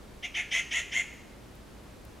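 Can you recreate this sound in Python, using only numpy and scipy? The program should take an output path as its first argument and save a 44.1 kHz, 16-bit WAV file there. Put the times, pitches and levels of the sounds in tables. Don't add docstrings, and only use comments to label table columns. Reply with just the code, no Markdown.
import sys
import numpy as np
from scipy import signal
from scipy.fft import rfft, irfft, next_fast_len
from scipy.io import wavfile
from scipy.ndimage import map_coordinates

SR = 44100
rng = np.random.default_rng(int(sys.argv[2]) if len(sys.argv) > 2 else 0)


def dump_mix(stems):
    frames = np.atleast_2d(stems).T
    limited = np.clip(frames, -1, 1)
    pcm = np.round(limited * 32767).astype(np.int16)
    wavfile.write(sys.argv[1], SR, pcm)


N = 97020

# frequency_hz, gain_db
AIR_SHARED = [(12, -26), (24, -3), (45, -9), (58, -0.5), (80, -6), (120, -5), (160, -10), (210, -8),
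              (420, -11), (880, -18.5), (2000, -23.5), (12000, -36.5), (15500, -44)]
# frequency_hz, gain_db
AIR_SPREAD = [(12, -58), (20, -24), (157, -4), (202, -14), (232, -4), (372, -7.5), (416, -7), (788, -13),
              (3000, -25), (15500, -36)]
# time_s, rumble_db, hiss_db
AIR_LEVELS = [(0, 1, -1), (.45, -3, -1), (.7, -0.5, -1.5), (1.1, -0.5, -1), (1.599, -0.5, -1),
              (2.2, .5, -1)]
# pitch_hz, level_db
DRONE_TONES = [(54, -58.5), (210, -67.5)]
# start_s, length_s, level_db, top_pitch_hz, low_voice_hz, low_voice_db, throat_ratio, beak_ratio, treble_db
CALLS = [(0.223, 0.048, -32.5, 752.3, 760, -14.5, 1.035, 0.98, 0.5),
         (0.339, 0.085, -28.5, 871.5, 728.3, 0, 1.032, 0.998, 1),
         (0.507, .104, -26, 1080, 694.2, 1.5, 1.032, 0.99, 4.5),
         (0.706, .108, -27, 1099, 697.4, 0.5, 1.028, 1.03, 4.5),
         (0.914, 0.11, -27.5, 1100, 698.4, 0.5, 1, 1.043, 4.5)]
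# frequency_hz, gain_db
LOW_VOICE_COLOUR = [(680, 1), (1400, 0), (2100, 2), (2700, -2.5), (3500, -5), (7000, -1)]
# frequency_hz, gain_db
THROAT_COLOUR = [(350, -38), (680, -22.5), (1000, -28), (1400, -24), (1700, -9), (1950, -2), (2200, 1),
                 (2400, -1), (2650, -5), (3050, -6), (3500, -11), (3950, -24), (4800, -33), (7000, -58)]
# frequency_hz, gain_db
SHUT_BEAK_COLOUR = [(1700, -1), (2200, 0), (2550, -9), (2850, 0), (3080, 8), (3500, 1), (4400, -4)]
# frequency_hz, gain_db
OPEN_BEAK_COLOUR = [(4700, -45), (5550, -21.5), (5950, -20.5), (6400, -12), (6850, -18), (7500, -29),
                    (8500, -38), (9900, -29.5), (10500, -40.5), (11800, -50), (13500, -46), (16000, -56)]
# frequency_hz, fade_s
ECHO_FADE = [(500, 0.15), (2200, 0.79), (3200, 0.66), (6500, 0.79), (12000, 0.43)]
# frequency_hz, gain_db
FOREST_COLOUR = [(700, -4), (1400, 6), (1780, 1), (2080, -5.5), (2450, 1.5), (3000, -.5), (3500, -4),
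                 (4400, 4), (5500, 0), (6700, -4.5), (8500, 1), (12000, 1)]
# start_s, level_db
TICK_TIMES = [(.2885, -39.5), (.6527, -38), (1.1411, -37), (1.5551, -33), (2.0522, -29.5)]
# frequency_hz, gain_db
TICK_BRIGHTNESS = [(2000, -18), (7000, -6), (11000, 0), (15500, 0)]

TOP_HZ = 15830


def amp(db):
    return 10 ** (np.asarray(db) / 20)


def unit(x):
    return x / np.sqrt(np.mean(x ** 2) + 1e-20)


def along(points, hz):
    row_hz, values = np.transpose(points)
    return np.interp(np.log(hz + 1), np.log(row_hz + 1), values)


def wobble(rate, size):
    return map_coordinates(rng.standard_normal(4096), [np.arange(size) * rate / SR], mode="wrap")


def filtered(x, response):
    size = next_fast_len(x.shape[-1] + 8192)
    return irfft(rfft(x, size) * response(np.fft.rfftfreq(size, 1 / SR)), size)[..., :x.shape[-1]]


def coloured(x, points):
    return filtered(x, lambda hz: amp(along(points, hz)))


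def stereo(shared, spread):
    return np.array([shared + spread, shared - spread])


def background():
    shared = amp(-50) * unit(coloured(rng.standard_normal(N), AIR_SHARED))
    spread = amp(-56.5) * unit(coloured(rng.standard_normal(N), AIR_SPREAD))
    air = stereo(shared, spread)
    rumble = filtered(air, lambda hz: 1 / (1 + (hz / 350) ** 2))
    times, *levels = np.transpose(AIR_LEVELS)
    rumble_gain, hiss_gain = [amp(np.interp(np.arange(N) / SR, times, db)) for db in levels]
    return rumble_gain * rumble + hiss_gain * (air - rumble)


def drone(waver_hz=1.97, waver_db=1.0):
    out = np.zeros(N)
    for hz, db in DRONE_TONES:
        phase = 2 * np.pi * np.cumsum(hz + waver_hz * wobble(7.8, N)) / SR
        out += amp(db) * unit(np.sin(phase) * amp(-waver_db * wobble(7.16, N)))
    return out


def membrane(pitch, rough, lag_rad=.45, flutter_db=2.2):
    n = len(pitch)
    pitch = pitch * (1 + (.008 + .036 * rough) * wobble(450, n))
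    phase = 2 * np.pi * np.cumsum(pitch) / SR
    harmonic = np.arange(1, 36)[:, None]
    waves = np.cos(harmonic * phase - lag_rad * harmonic ** 2)
    pulses = unit((waves * (harmonic * pitch < TOP_HZ)).sum(0))
    air = unit(rng.standard_normal(n) * (1 + .5 * np.cos(phase)))
    air *= amp(-18 + 11 * rough)
    return np.array([pulses, air]) * amp(flutter_db * rough * wobble(330, n))


def syrinx(progress, arch, top_hz, low_hz, low_db, rest_hz=500, split_at=.28, clear_at=.77):
    pitch = rest_hz + (top_hz - rest_hz) * arch ** 1.35
    low_pitch = np.minimum(pitch, low_hz * (1 + .16 * (progress - clear_at)))
    split = np.clip((progress - split_at) / .12, 0, 1)
    clear = np.exp(-((progress - clear_at) / .1) ** 2)
    low_gain = split * amp(low_db + 3 * clear)
    rough = split * arch * (1 - clear)
    low_voice = low_gain * coloured(membrane(low_pitch, rough), LOW_VOICE_COLOUR)
    return (membrane(pitch, rough) + low_voice) / np.hypot(1, low_gain)


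def throat(voice, shut, ratio):
    ringing = filtered(voice, lambda hz: amp(along(THROAT_COLOUR, hz / ratio)))
    return (1 - shut) * ringing + shut * coloured(ringing, SHUT_BEAK_COLOUR)


def beak(voice, t, progress, shut, ratio, treble_db, shut_ratio=.89, shut_db=-2):
    hz, slice_s, slices = signal.stft(voice, SR, nperseg=256)
    shut = np.interp(slice_s, t, shut)
    climb = 1 + .05 * np.interp(slice_s, t, progress - .5)
    tuning = (ratio + (shut_ratio - ratio) * shut) * climb
    gain_db = along(OPEN_BEAK_COLOUR, hz[:, None] / tuning) + treble_db + shut_db * shut
    return signal.istft(slices * amp(gain_db), SR, nperseg=256)[1][:len(t)]


def call(length_s, top_hz, low_hz, low_db, throat_ratio, beak_ratio, treble_db, fade_s=.011):
    t = np.arange(SR // 6) / SR
    progress = np.clip(t / length_s, 0, 1)
    arch = np.abs(np.sin(np.pi * progress))
    tone, air = syrinx(progress, arch, top_hz, low_hz, low_db)
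    shut = 1 - np.clip((t - .011) / .016, 0, 1)
    body = throat(tone + air, shut, throat_ratio)
    treble = beak(tone + amp(-4.5) * air, t, progress, shut, beak_ratio, treble_db)
    fades = np.clip(t / fade_s, 0, 1) * np.clip((length_s - t) / fade_s, 0, 1)
    swell_db = 6.5 * (arch - 1.5) + (progress - .5)
    return (body + treble) / np.std(body[t < length_s]) * fades * amp(swell_db)


def forest(sound, echo_db=-8.5, build_s=.024, branch_db=-2, branch_fade_s=.12):
    hz, slice_s, slices = signal.stft(rng.standard_normal((2, SR)), SR, nperseg=256)
    fade = amp(-60 * slice_s / along(ECHO_FADE, hz)[:, None])
    t = np.arange(SR) / SR
    echo = signal.istft(slices * fade, SR, nperseg=256)[1][:, :SR] * np.clip(t / build_s, 0, 1)
    echo = coloured(amp(echo_db) * echo / np.linalg.norm(echo[0]), FOREST_COLOUR)
    near = rng.standard_normal((2, SR)) * amp(-60 * t / branch_fade_s) * (1 - np.exp(-t / .0025))
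    near = amp(branch_db) * near / np.linalg.norm(near[0])
    direct = t == 0
    paths = stereo(direct + echo[0] + near[0], spread=.079 * echo[1] + .17 * near[1])
    return signal.fftconvolve(sound[None], paths, axes=1)


def bird():
    out = np.zeros((2, N + SR))
    for start_s, length_s, db, *shape in CALLS:
        sound = forest(amp(db) * call(length_s, *shape))
        start = round(start_s * SR)
        out[:, start:start + sound.shape[1]] += sound
    return out[:, :N]


def ticks():
    clicks = np.zeros(N)
    for start_s, db in TICK_TIMES:
        clicks[round(start_s * SR)] = amp(db)
    return coloured(clicks, TICK_BRIGHTNESS)


def scene():
    return bird() + ticks() + background() + drone()


def record(dry):
    return filtered(dry, lambda hz: hz < TOP_HZ)


dry = scene()
out = record(dry)
dump_mix(out)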